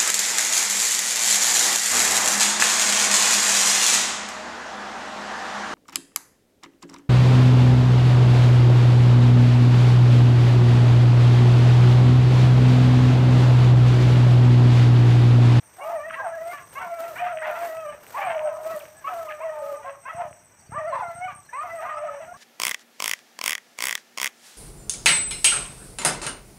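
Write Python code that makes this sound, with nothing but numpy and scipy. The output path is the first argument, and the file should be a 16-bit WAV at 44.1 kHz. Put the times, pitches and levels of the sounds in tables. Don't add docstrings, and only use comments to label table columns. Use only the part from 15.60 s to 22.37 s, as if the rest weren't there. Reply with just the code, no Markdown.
import sys
import numpy as np
from scipy import signal
from scipy.fft import rfft, irfft, next_fast_len
from scipy.io import wavfile
from scipy.ndimage import uniform_filter1d, map_coordinates

SR = 44100
rng = np.random.default_rng(int(sys.argv[2]) if len(sys.argv) > 2 else 0)


def voltage_ratio(decibels):
    exponent = np.asarray(decibels, float) / 20
    return 10 ** exponent


def wav_out(sig):
    wavfile.write(sys.argv[1], SR, np.round(np.clip(np.atleast_2d(sig).T, -1, 1) * 32767).astype(np.int16))


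N = 298557
T = np.arange(N) / SR
COARSE = T[::16]

# start_s, pitch_hz, level_db, mouth_opening_db
FIRST_HOUND = [
    [(.21, 529.6, -42, -3), (.3, 695, -26.5, -29), (.35, 661, -26, -26), (.4, 580, -43.5, 6),
     (.48, 660.5, -35.5, -16.5), (.555, 643.5, -41, 2)],
    [(1.19, 622, -65, 0), (1.215, 755, -37, 3), (1.27, 670, -37.5, -11.5), (1.41, 683, -33, -8),
     (1.49, 673, -33.5, -11), (1.545, 574, -43.5, -6)],
    [(1.87, 854, -42, -13), (1.92, 690, -33, -5), (2.05, 675.4, -32.5, -24), (2.12, 646.7, -36.5, -11),
     (2.3, 607, -33.5, -5), (2.325, 603, -38, -4), (2.352, 558, -37, -26)],
    [(3.49, 757, -37.5, -27), (3.56, 676, -32.5, -10.5), (3.7, 603.6, -40, -3), (3.8, 616, -44, -8)],
    [(4.53, 626, -43, -15), (4.6, 733, -29.5, -35), (4.65, 624, -40.5, -4.5), (4.72, 575, -51, -25)],
    [(5.42, 748, -31.5, -8), (5.45, 689.5, -38, -2), (5.5, 684.4, -39, -4), (5.56, 686, -45.5, -8),
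     (5.65, 746, -28.5, -19), (5.68, 737, -40, -4)],
]
SECOND_HOUND = [
    [(.62, 876, -36, -9), (.67, 683, -30, -15.5), (.75, 647.6, -35, -19), (.85, 642, -32, -22),
     (.927, 742, -35.5, -8)],
    [(1.595, 689, -36, -24), (1.63, 716, -25, -29), (1.72, 686, -37, -1.5), (1.75, 625, -32.5, -19.5),
     (1.91, 624.5, -29.5, -21)],
    [(3.8, 642, -36.5, -17), (3.85, 652, -30, -15.5), (3.95, 605.4, -36, -14), (4.08, 615, -37.5, -4.5),
     (4.2, 572.5, -47, 7.5)],
    [(5.14, 540, -51.5, 6), (5.2, 655, -27.5, -18.5), (5.24, 604, -31.5, -19), (5.285, 673.5, -27.5, -9.5),
     (5.33, 562, -35.5, -12), (5.44, 518, -59, -7)],
    [(6.02, 682, -50, 8), (6.05, 724, -36, -13), (6.1, 647.7, -54.5, 11), (6.15, 675.6, -31.5, -21.5),
     (6.2, 609, -38.5, 2), (6.26, 702, -36.5, -20)],
    [(6.29, 630, -41, 5), (6.45, 600.7, -31.5, -17), (6.6, 554.4, -41.5, -14)],
]
THIRD_HOUND = [
    [(2.575, 818, -34, -30), (2.66, 745, -31, -26), (2.7, 654, -33.5, -24), (2.88, 586, -29, -39),
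     (2.97, 606, -49, -35), (3.07, 637.7, -33, -19), (3.1, 641, -44, -1), (3.12, 664, -26.5, -16),
     (3.17, 605, -30.5, -24), (3.24, 574, -47.5, -34)],
    [(2.85, 638, -38, -8), (3.17, 631, -43, -19)],
    [(3.92, 454.4, -69, 29.5), (4.12, 417, -69, 15.5), (4.22, 455, -61, 11)],
    [(4.24, 559, -54, 1), (4.3, 543, -36, -18), (4.38, 551, -46.5, -19)],
    [(6.25, 627.5, -52.5, 21.5), (6.29, 593, -55.5, 27.5), (6.39, 657, -55.5, 15.5), (6.42, 594, -54.5, 15),
     (6.445, 691, -28, -22), (6.47, 645, -55, -1), (6.5, 625, -46, 12.5)],
    [(6.6, 628, -39, -17), (6.66, 679, -48.5, -10), (6.73, 722, -34.5, -18)],
]
FOURTH_HOUND = [
    [(2.81, 457, -63, 25), (2.86, 447, -71, 16), (2.95, 441, -75, 16)],
    [(3.03, 519, -50, -4), (3.1, 550, -59, 2), (3.16, 584, -60, 14)],
    [(3.24, 590, -57, -18), (3.44, 650, -57, -18)],
    [(3.98, 583, -43, -20), (4.03, 560.6, -33.5, -27), (4.09, 560, -36.5, -23), (4.165, 572, -41, -20)],
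    [(4.245, 712, -38, -20), (4.26, 733, -42.5, -24), (4.285, 720, -59, -23)],
    [(5.35, 1134, -29, -31), (5.375, 950.4, -30.5, -32), (5.41, 902.4, -35, -32), (5.44, 756, -31, -30)],
]
# time_s, third_harmonic_db, higher_harmonics_db
JAWS_FIRST_HOUND = [(.2, -5, 5), (.34, 10.5, 3), (.55, 21, 13), (1.199, 4, -14), (1.5, -3, -6),
                    (1.9, -14, -2), (2.05, 9, 4), (2.12, 9, -7), (2.22, 0, 12), (2.28, -6, -2),
                    (2.33, -1, 3), (3.5, -9, -18), (3.8, -17, -16), (4.6, 9, 3), (5.38, -5, -10),
                    (5.5, 5, -14), (5.62, 11.5, 2)]
JAWS_SECOND_HOUND = [(.62, -12, -15), (.72, 1, -15), (.8, 13.5, -10), (.92, 13, -4), (1.6, -4, -3),
                     (1.78, 0, 0), (1.8, 19, 6), (1.85, 16, 0), (1.88, 0, 0), (3.8, 0, 9), (3.9, 13, -7),
                     (4.05, -8, -5), (5.2, 12.5, 5), (5.3, 3, -21), (6.03, 7, -10), (6.11, 23, -9),
                     (6.2, 4, 0), (6.31, 11.5, -3), (6.4, -17, -7), (6.47, 6, -1)]
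JAWS_FAR_HOUNDS = [(2.6, -1, -1), (2.85, 3, -17), (3.07, 7, -7), (3.1, 12, 2), (3.17, 12, -6),
                   (3.95, -9, -8), (4.3, -2, -7), (6.3, -6, 0), (6.7, 5, 4)]
# start_s, length_s, first_hz, last_hz, level_db
OPEN_YELPS = [(.181, 0.021, 326, 405, -37), (.197, 0.11, 517, 622, -39), (0.554, 0.041, 494, 574, -34),
              (0.926, 0.15, 584, 523, -34), (1.66, 0.04, 553, 666, -34.5), (3.665, 0.016, 490, 510, -41),
              (1.152, 0.04, 505, 562, -31), (1.185, 0.05, 637, 685, -37.5), (2.54, 0.048, 431, 591, -30.5),
              (3.44, 0.043, 536, 572, -32), (3.468, 0.028, 607, 643, -28), (3.8, 0.041, 416, 560, -33.5),
              (4.235, 0.072, 483.5, 551, -41.5), (4.449, 0.042, 492, 553, -34.5),
              (4.487, 0.026, 646, 651.5, -33), (5.116, 0.069, 370.2, 606, -35.5),
              (5.165, 0.037, 587.5, 592, -32), (5.32, 0.034, 494, 556, -27.5),
              (5.676, 0.074, 636, 552, -28.5), (5.73, 0.052, 596, 600, -49.5),
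              (5.927, 0.11, 460, 631, -30.5), (6.208, 0.1, 416, 564, -40.5), (6.735, 0.041, 527, 588, -46)]
# start_s, length_s, first_hz, last_hz, level_db
SHRILL_YELPS = [
    (.205, 0.043, 545, 578, -48.5),
    (2.6, 0.059, 525, 595, -40.5),
    (1.555, 0.0538, 400, 640, -41.5),
    (1.815, 0.0546, 350, 539, -42.5),
]
# time_s, third_harmonic_db, higher_harmonics_db
JAWS_OPEN_YELPS = [(.2, -8, -9), (.56, -6, -9), (.95, 8.5, 0), (1.16, 3.5, 3.5), (2.55, -4, -2),
                   (3.45, -5, 0), (3.48, -12, -2), (3.82, -9, 4.5), (4.46, 3.5, 3), (5.13, 4, -4),
                   (5.33, -4, -12), (5.7, -17, -1.5), (5.94, -1, 4), (6.0, 0, -5), (6.24, 12.5, 10),
                   (6.74, -12, -7)]
JAWS_SHRILL_YELPS = [
    (.22, -11, 3.5),
    (1.58, 5, 1),
    (1.84, 0, 2.5),
    (2.62, -11, -2.5),
]
# start_s, hold_s, level_db, mouth_against_throat_db
VOICE_CRACKS = [(0.211, 0.13, -40, -35), (0.535, 0.017, -52.5, 15.5), (0.604, 0.067, -35, -16.5),
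                (0.945, 0.048, -57, 9), (1.19, 0.068, -42.5, -5.5), (1.439, 0.0092, -43, -4),
                (1.574, 0.13, -42.5, 2), (1.829, 0.071, -38, -0.5), (1.962, 0.083, -40.5, -3),
                (2.575, 0.15, -34.5, -3.5), (2.74, 0.29, -44.5, -48), (3.479, 0.038, -40, -8),
                (3.706, 0.018, -53, 12.5), (3.805, 0.11, -49.5, -13), (4.235, 0.079, -53.5, 1),
                (4.483, 0.046, -48, -1), (4.593, 0.051, -37.5, -15.5), (5.169, 0.04, -44.5, -14),
                (5.332, 0.056, -39.5, -7), (5.443, .09, -56, -11), (2.321, 0.02, -52, 1.5),
                (5.697, 0.022, -48.5, 3.5), (6.012, 0.087, -46, -4.5), (6.217, 0.11, -44.5, -4),
                (6.376, 0.25, -49, -4.5)]
# start_s, hold_s, level_db
HOARSE_CRACKS = [
    (.6, 0.04, -38.5),
    (1.2, 0.082, -43),
    (1.85, 0.038, -49),
    (1.93, 0.02, -42),
    (2.56, 0.033, -36.5),
    (5.355, 0.053, -29.5),
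    (6.03, 0.032, -49),
]
# centre_hz, width_hz, level_db
THROAT_MODES = [(691, 255, -1.5), (1082, 642, 2), (1264, 594, 0.5)]
MOUTH_MODES = [(1546, 503, 3), (2306, 600, 4), (2783, 830, 0.5)]
RAISED_LARYNX_MODES = [(970, 320, 0)]
# start_s, hold_s, level_db
DISTANT_CRIES = [
    (.56, 0.19, -46.5),
    (3.33, 0.23, -54),
    (4.27, 0.074, -54.5),
]
# frequency_hz, decay_t60_s
TREE_DECAY = [(400, 0.4), (1500, 0.31), (4000, 0.14)]
# time_s, peak_db
TWIG_SNAPS = [(.499, -32), (.5082, -30), (0.5437, -33), (0.5656, -46), (0.5767, -36), (1.4441, -50),
              (1.7729, -28), (1.7864, -30.5), (2.1695, -37.5), (2.4668, -40), (2.7053, -27), (2.7174, -29),
              (2.7494, -30), (2.7801, -32), (2.7935, -26.5), (2.8744, -34.5), (2.8903, -37.5),
              (3.2543, -38), (3.7234, -29), (4.7287, -41.5), (5.8921, -51), (6.6483, -43)]
# start_s, hold_s, level_db
STRIDES = [(.27, 0.031, -63.5), (.88, 0.046, -61.5), (1.15, 0.0028, -59), (1.42, 0.15, -60),
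           (1.9, 0.063, -65), (2.03, 0.042, -56.5), (2.5, 0.12, -60), (3.07, 0.12, -59.5), (3.5, 0.16, -63),
           (4.06, 0.057, -66), (6.08, 0.14, -70.5)]
# time_s, peak_db
STALK_CRACKS = [
    (1.1416, -33),
    (1.4052, -27.5),
    (2.0393, -35),
    (3.0215, -40),
    (5.8526, -54),
    (1.913, -28.5),
    (2.0606, -30.5),
    (2.4668, -34),
    (3.1642, -26),
    (3.1931, -27.5),
]
# time_s, peak_db
HEEL_THUDS = [
    (.5, -49),
    (1.264, -41),
    (2.65, -45),
    (3.139, -36),
]
# frequency_hz, density_db_per_hz
GRASS_SPECTRUM = [(150, -16.5), (350, 4), (1200, 4.5), (4000, -10), (8500, -9.5), (10100, -15.5),
                  (12900, -5.5), (15500, -9.5)]
# start_s, peak_db
HIGH_CHIRPS = [(0.1344, -53), (0.3576, -53), (0.4477, -56), (0.6437, -49), (0.849, -48.5), (0.9203, -56),
               (1.0181, -53.5), (1.1912, -55), (1.314, -54), (1.5594, -53), (1.723, -51.5), (2.0083, -52),
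               (2.146, -55), (2.2486, -51.5), (2.3, -54), (1.245, -64), (2.5436, -53), (2.6473, -45),
               (2.8337, -47), (3.021, -51), (3.1502, -51), (5.108, -47), (5.331, -52.5), (5.5464, -44),
               (5.7468, -45), (5.9643, -46.5), (6.1544, -47), (6.3588, -50.5)]
LOW_CHIRPS = [(1.1042, -58), (1.4108, -58), (2.4723, -58), (2.9372, -59), (3.365, -56), (3.8113, -61),
              (1.79, -55.5), (2.705, -57), (3.9864, -59), (4.156, -58.5), (4.3038, -62), (4.414, -58.5),
              (4.56, -55), (4.7067, -58), (4.844, -59.5), (4.9901, -63), (5.275, -57), (5.4166, -58),
              (5.9299, -55)]
TINY_CHIRPS = [
    (4.5336, -55),
    (4.6788, -58),
    (4.8344, -60),
]
# start_s, length_s, start_hz, farthest_hz, level_db
BIRD_NOTES = [(4.999, 0.028, 4670, 4540, -67), (5.06, 0.034, 4600, 4540, -65),
              (5.272, 0.092, 4780, 3950, -66), (5.37, 0.052, 4600, 4000, -74),
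              (5.467, .075, 3500, 4370, -66), (5.55, 0.057, 3500, 4430, -68),
              (5.645, 0.084, 3580, 4470, -78), (5.82, 0.085, 3100, 4264, -67),
              (5.915, 0.068, 3580, 4370, -72), (5.98, 0.06, 3620, 4870, -69), (6.22, .03, 3700, 4000, -68),
              (6.3, .035, 3700, 4000, -71), (6.1, .05, 4400, 5200, -66), (6.335, 0.059, 4530, 5300, -62.5),
              (4.28, 0.42, 11760, 11700, -75)]
# start_s, length_s, first_hz, last_hz, level_db
BRANCH_WHIPS = [
    (0.504, 0.0096, 1890, 1140, -31.5),
    (3.084, .05, 2257, 2700, -50),
    (3.197, 0.021, 3830, 2200, -47),
    (3.684, .035, 3100, 1490, -42.5),
    (4.335, .03, 1700, 1190, -51),
    (5.889, 0.013, 1600, 1770, -41),
    (6.736, 0.019, 1540, 1630, -46),
    (1.278, 0.18, 2210, 2300, -53.5),
]
# frequency_hz, density_db_per_hz
AIR_SPECTRUM = [(25, -43), (98, 11.5), (226, -22), (708, -21), (2220, -2.5), (3690, -23), (6240, -47),
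                (10600, -120)]
# centre_hz, width_hz, level_db
CHORUS_MODES = [(5833, 750, -2), (6685, 480, -2.5), (8310, 1100, -2.5)]
# time_s, level_db
HANDLING_LEVEL = [
    (0.0, -64),
    (.2, -61.5),
    (.5, -56.5),
    (4.9, -61.5),
    (5.56, -63),
    (6.77, -56),
]
# start_s, end_s, rate_per_s, level_db
ZOOM_THROBS = [
    (4.52, 4.74, 30, -40.5),
    (5.08, 5.796, 32, -44.5),
]

UPPER_DB, UPPER_GROWS = -13, 0.64
YELP_FIRST_DB, YELP_UPPER_DB = -20, -11
YELP_HIGHER_DB = 1
YELP_UPPER_FADE = 64
SWELL_DB, FADE_DB = 5, 27
RASP_RISE, RASP_FALL = 1040, 520
BREATH_DB, FAR_PACK_DB = -22.5, -65
STRIDE_RISE, STRIDE_FALL = 215, 150
WALKING_DB, STANDING_DB, HALT_S = -70, -74, 4.16
SAG_HZ = 110


def unit(x):
    return x / np.sqrt(np.mean(x ** 2) + 1e-20)


def along(points, hz):
    f, v = np.transpose(points)
    return np.interp(np.log(hz + 1), np.log(f + 1), v)


def curves(rows, t=T):
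    s, *cols = np.transpose(rows)
    return [np.interp(t, s, c) for c in cols]


def fine(curve):
    return np.interp(T, COARSE, curve)


def wobble(rate):
    knots = rng.standard_normal(int(N * rate / SR) + 4)
    return fine(map_coordinates(knots, [COARSE * rate]))


def swells(rows, rise, fall):
    gains = []
    for s, hold, db, *_ in rows:
        before, after = np.clip(s - COARSE, 0, 1), np.clip(COARSE - s - hold, 0, 1)
        gains.append(voltage_ratio(db - rise * before - fall * after))
    return np.array(gains)


def filtered(x, response):
    m = next_fast_len(N + SR // 2)
    return irfft(rfft(x, m) * response(np.fft.rfftfreq(m, 1 / SR)), m)[:N]


def resonances(modes):
    def response(f):
        return sum((-1) ** k * voltage_ratio(db) * 1j * f * w / (c * c - f * f + 1j * f * w)
                   for k, (c, w, db) in enumerate(modes))
    return response


def pulses(rate, scatter_db):
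    beats = np.diff(np.floor(np.cumsum(rate) / SR), prepend=0)
    return beats * voltage_ratio(scatter_db * rng.standard_normal(N))


def hits(events):
    s, db = np.transpose(events)
    return np.bincount(np.round(s * SR).astype(int), voltage_ratio(db), N)[:N]


def meadow():
    hush = unit(filtered(rng.standard_normal(N), lambda f: voltage_ratio(along(AIR_SPECTRUM, f))))
    chorus = unit(filtered(rng.standard_normal(N), lambda f: resonances(CHORUS_MODES)(f) ** 3))
    hush_db = -67.0 + wobble(2.7)
    chorus_db = -60.5 + 0.99 * wobble(12.0) + 1.8 * wobble(110)
    return voltage_ratio(hush_db) * hush + voltage_ratio(chorus_db) * chorus


def camera():
    casing = resonances([(118.0, 98, 19.0), (318, 1500, -29.0)])
    rumble_db = curves(HANDLING_LEVEL)[0] - 3.0 + 2.8 * wobble(24)
    rumble = voltage_ratio(rumble_db) * unit(filtered(rng.standard_normal(N), casing))
    throbs = np.zeros(N)
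    for start, end, rate, db in ZOOM_THROBS:
        running = (T > start) & (T < end)
        throbs += voltage_ratio(db + 3.5) * running * pulses(rate * (1 + 0.15 * wobble(22)), scatter_db=6.0)
    return rumble + filtered(throbs, lambda f: casing(f) ** 2)


def steps():
    rustle = voltage_ratio(np.where(T < HALT_S, WALKING_DB, STANDING_DB) + 1.24 * wobble(5.4))
    stride_db = 20 * np.log10(fine(swells(STRIDES, STRIDE_RISE, STRIDE_FALL).sum(axis=0)) + rustle)
    grain_db = 2.83 * np.clip((stride_db + 84.0) / 14, 0, 1)
    bursts = np.minimum(rng.exponential(size=N), 7) - 0.8 + 0.83 * wobble(120)
    ticks = rng.standard_normal(N) * voltage_ratio(grain_db * bursts)
    swish = voltage_ratio(stride_db + 11.5) * unit(filtered(ticks, lambda f: voltage_ratio(along(GRASS_SPECTRUM, f))))
    heels = voltage_ratio(42.5) * filtered(hits(HEEL_THUDS), lambda f: resonances([(185, 70, 0)])(f) ** 2)
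    stalks = voltage_ratio(11.0) * filtered(hits(STALK_CRACKS), resonances([(12600, 5500, 0.0052)]))
    return swish + heels + stalks


def even_beat(start_s, gap_s, count, level_db):
    return [(start_s + gap_s * k, level_db) for k in range(count)]


def crickets(chirps, wing_hz, length, gain_db):
    out, t = np.zeros(N + SR), np.arange(round(length * SR)) / SR
    swell = np.clip(np.minimum(t / 0.0031, (t[-1] - t) / 0.02), 0, 1)
    for (s, db), (pace, pitch) in zip(chirps, rng.standard_normal((len(chirps), 2))):
        strokes = np.abs(np.sin(np.pi * (102 + 3 * pace) * t)) ** 1.6
        hz = wing_hz + 60 * pitch + SAG_HZ * (1 - t / length)
        tone = np.sin(2 * np.pi * hz * t + 1.1 * strokes)
        out[round(s * SR):][:len(t)] += voltage_ratio(db + gain_db) * swell * strokes * tone
    return out[:N] * (1 + 0.043 * wobble(310))


def yelps(table, upper_db, higher_db, jaws):
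    out, u = [], np.linspace(0, 1, num=7)
    for s, length, first_hz, last_hz, db in table:
        t = s + length * u
        rising = last_hz > first_hz
        level_db = db - (SWELL_DB * (1 - u) ** 2 if rising else FADE_DB * u)
        hz = first_hz + (last_hz - first_hz) * (1 - (1 - u) ** 1.7)
        jaw_third_db, jaw_higher_db = curves(jaws, t)
        upper = level_db + upper_db - YELP_UPPER_FADE * length * u
        out.append(np.transpose([t, hz, level_db + YELP_FIRST_DB, level_db,
                                 upper + jaw_third_db, upper + higher_db + jaw_higher_db]))
    return out


def dense(rows):
    s = np.union1d(np.linspace(rows[0][0], rows[-1][0], num=24), np.transpose(rows)[0])
    return np.transpose([s, *curves(rows, s)])


def held_notes(table, jaws):
    out = []
    for rows in map(dense, table):
        note = []
        for s, hz, db, mouth_db in rows:
            third_db, higher_db = db + UPPER_GROWS * mouth_db + UPPER_DB + np.array(curves(jaws, s))
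            note.append((s, hz, db, db + mouth_db, third_db, higher_db))
        out.append(note)
    return out


def howls(table, jitter, flutter_db, shimmer_db, steady, onset_s=.004):
    out, shake = np.zeros(N), jitter * (wobble(70) + wobble(18))
    beat_first = voltage_ratio(flutter_db * wobble(45))
    beat_second = voltage_ratio(1.33 * flutter_db * wobble(35)) * (1 + 0.23 * wobble(110))
    shine = [voltage_ratio(shimmer_db * wobble(25) - 2.05 * k ** 1.13) * (steady + 0.48 * wobble(90)) for k in range(3)]
    mouth = resonances(MOUTH_MODES)
    for rows in table:
        on = slice(round(rows[0][0] * SR), min(round(rows[-1][0] * SR), N))
        t = T[on]
        hz, first_db, second_db, third_db, higher_db = curves(rows, t)
        phase = 2 * np.pi * np.cumsum(hz * (1 + shake[on])) / SR
        upper = 0
        for k in range(3):
            level = shine[k][on] * voltage_ratio(higher_db if k else third_db)
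            upper = upper + level * np.abs(mouth((k + 3) * hz)) ** k * np.sin((k + 3) * phase)
        first = voltage_ratio(first_db) * beat_first[on] * np.sin(phase)
        second = voltage_ratio(second_db) * beat_second[on] * np.sin(2 * phase)
        edge = np.clip(np.minimum((t - t[0]) / onset_s, (t[-1] - t) / 0.0027), 0, 1)
        out[on] += np.sqrt(2) * edge * (first + second + voltage_ratio(-3.0) * upper)
    return out


def rasp(clear):
    cracks = swells(VOICE_CRACKS, RASP_RISE, RASP_FALL)
    loudness = np.sqrt(np.abs(uniform_filter1d(clear ** 2, size=2000)))
    under = voltage_ratio(BREATH_DB) * loudness + voltage_ratio(FAR_PACK_DB)
    throat = fine(cracks.sum(axis=0)) + under
    mouth_share = voltage_ratio(np.transpose(VOICE_CRACKS)[-1])
    mouth = fine(mouth_share @ cracks) + voltage_ratio(-2.5) * under
    raised = fine(swells(HOARSE_CRACKS, RASP_RISE, RASP_FALL).sum(axis=0))
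    slaps = np.zeros(N)
    for hz in (310, 470, 620):
        train = pulses(hz * np.exp(.09 * wobble(30)), scatter_db=3.5)
        slaps += train * np.abs(1 + 0.5 * wobble(60))
    folds = unit(slaps) + .16 * rng.standard_normal(N)

    def through(modes):
        return unit(filtered(folds, lambda f: resonances(modes)(f) ** 2))

    voiced = voltage_ratio(0.5) * throat * through(THROAT_MODES) - -voltage_ratio(-0.5) * mouth * through(MOUTH_MODES)
    return voiced + raised * through(RAISED_LARYNX_MODES)


def trees(x):
    hz, t, z = signal.stft(rng.standard_normal(SR), SR, nperseg=256)
    decay = voltage_ratio(-60 * t / along(TREE_DECAY, hz)[:, None])
    tail = signal.istft(z * decay, SR, nperseg=256)[1]
    delayed = np.pad(x, (600, 0))
    return signal.fftconvolve(delayed, tail / np.linalg.norm(tail))[:N]


def undergrowth():
    wood = resonances([(1700, 1300, 0), (3000, 1200, -2)])
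    return voltage_ratio(28.0) * filtered(hits(TWIG_SNAPS), lambda f: wood(f) ** 2)


def whistles(table):
    out = np.zeros(N)
    for s, length, start_hz, far_hz, db in table:
        u = np.linspace(0, 1, round(length * SR))
        arched = length > .07 and far_hz > start_hz
        bend = np.sin(np.pi * u / (1 if arched else 2))
        phase = 2 * np.pi * np.cumsum(start_hz + (far_hz - start_hz) * bend) / SR
        out[round(s * SR):][:len(u)] += voltage_ratio(db) * np.sqrt(np.abs(np.sin(np.pi * u))) * np.sin(phase)
    return out * voltage_ratio(3.4 * wobble(70))


def distant():
    phase = 2 * np.pi * np.cumsum(1640 * (1 + 0.0267 * wobble(60))) / SR
    level = fine(swells(DISTANT_CRIES, RASP_RISE, RASP_FALL).sum(axis=0))
    return level * voltage_ratio(10.2 * wobble(25)) * np.sin(phase)


def scene():
    clear = howls(held_notes(FIRST_HOUND, JAWS_FIRST_HOUND),
                  jitter=0.01186, flutter_db=2.5, shimmer_db=4.0, steady=0.74)
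    clear += howls(held_notes(SECOND_HOUND, JAWS_SECOND_HOUND),
                   jitter=0.01285, flutter_db=2.0, shimmer_db=1.5, steady=0.89)
    clear += howls(held_notes(THIRD_HOUND + FOURTH_HOUND, JAWS_FAR_HOUNDS),
                   jitter=0.01097, flutter_db=4.0, shimmer_db=0.5, steady=0.38)
    cries = yelps(OPEN_YELPS, YELP_UPPER_DB, YELP_HIGHER_DB, JAWS_OPEN_YELPS)
    cries += yelps(SHRILL_YELPS, upper_db=0.0, higher_db=7.5, jaws=JAWS_SHRILL_YELPS)
    clear += howls(cries, jitter=0.0096, flutter_db=1.5, shimmer_db=1.5, steady=1.22, onset_s=0.0068)
    pack = clear + rasp(clear) + distant()

    shrill = even_beat(0.034, 0.158, 5, -50.5) + [(.9, -50.5), (1.085, -50.5)]
    steady = even_beat(3.555, .169, 9, -55.5)
    deep = even_beat(4.99, .163, 11, -57.5)
    insects = crickets(HIGH_CHIRPS, wing_hz=8320, length=0.0686, gain_db=1.5)
    insects += crickets(LOW_CHIRPS, wing_hz=8130, length=0.045, gain_db=9.0)
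    insects += crickets(shrill, wing_hz=8700, length=0.067, gain_db=-0.5)
    insects += crickets(deep, wing_hz=7880, length=0.062, gain_db=1.5)
    insects += crickets(TINY_CHIRPS, wing_hz=11050, length=.025, gain_db=-1.0)
    insects += crickets(steady, wing_hz=8030, length=.07, gain_db=-1.5)

    far = pack + undergrowth() + whistles(BIRD_NOTES + BRANCH_WHIPS) + insects
    return (far + voltage_ratio(-12.5) * trees(far) + steps() + meadow() + camera())[None]


def roll_off(x):
    return signal.sosfilt(signal.butter(12, 15600, fs=SR, output="sos"), x)


def record(dry):
    top_hz = 15600
    mix = filtered(dry[0], lambda f: f < top_hz)[None]
    return roll_off(mix)


dry = scene()
out = record(dry)
wav_out(out)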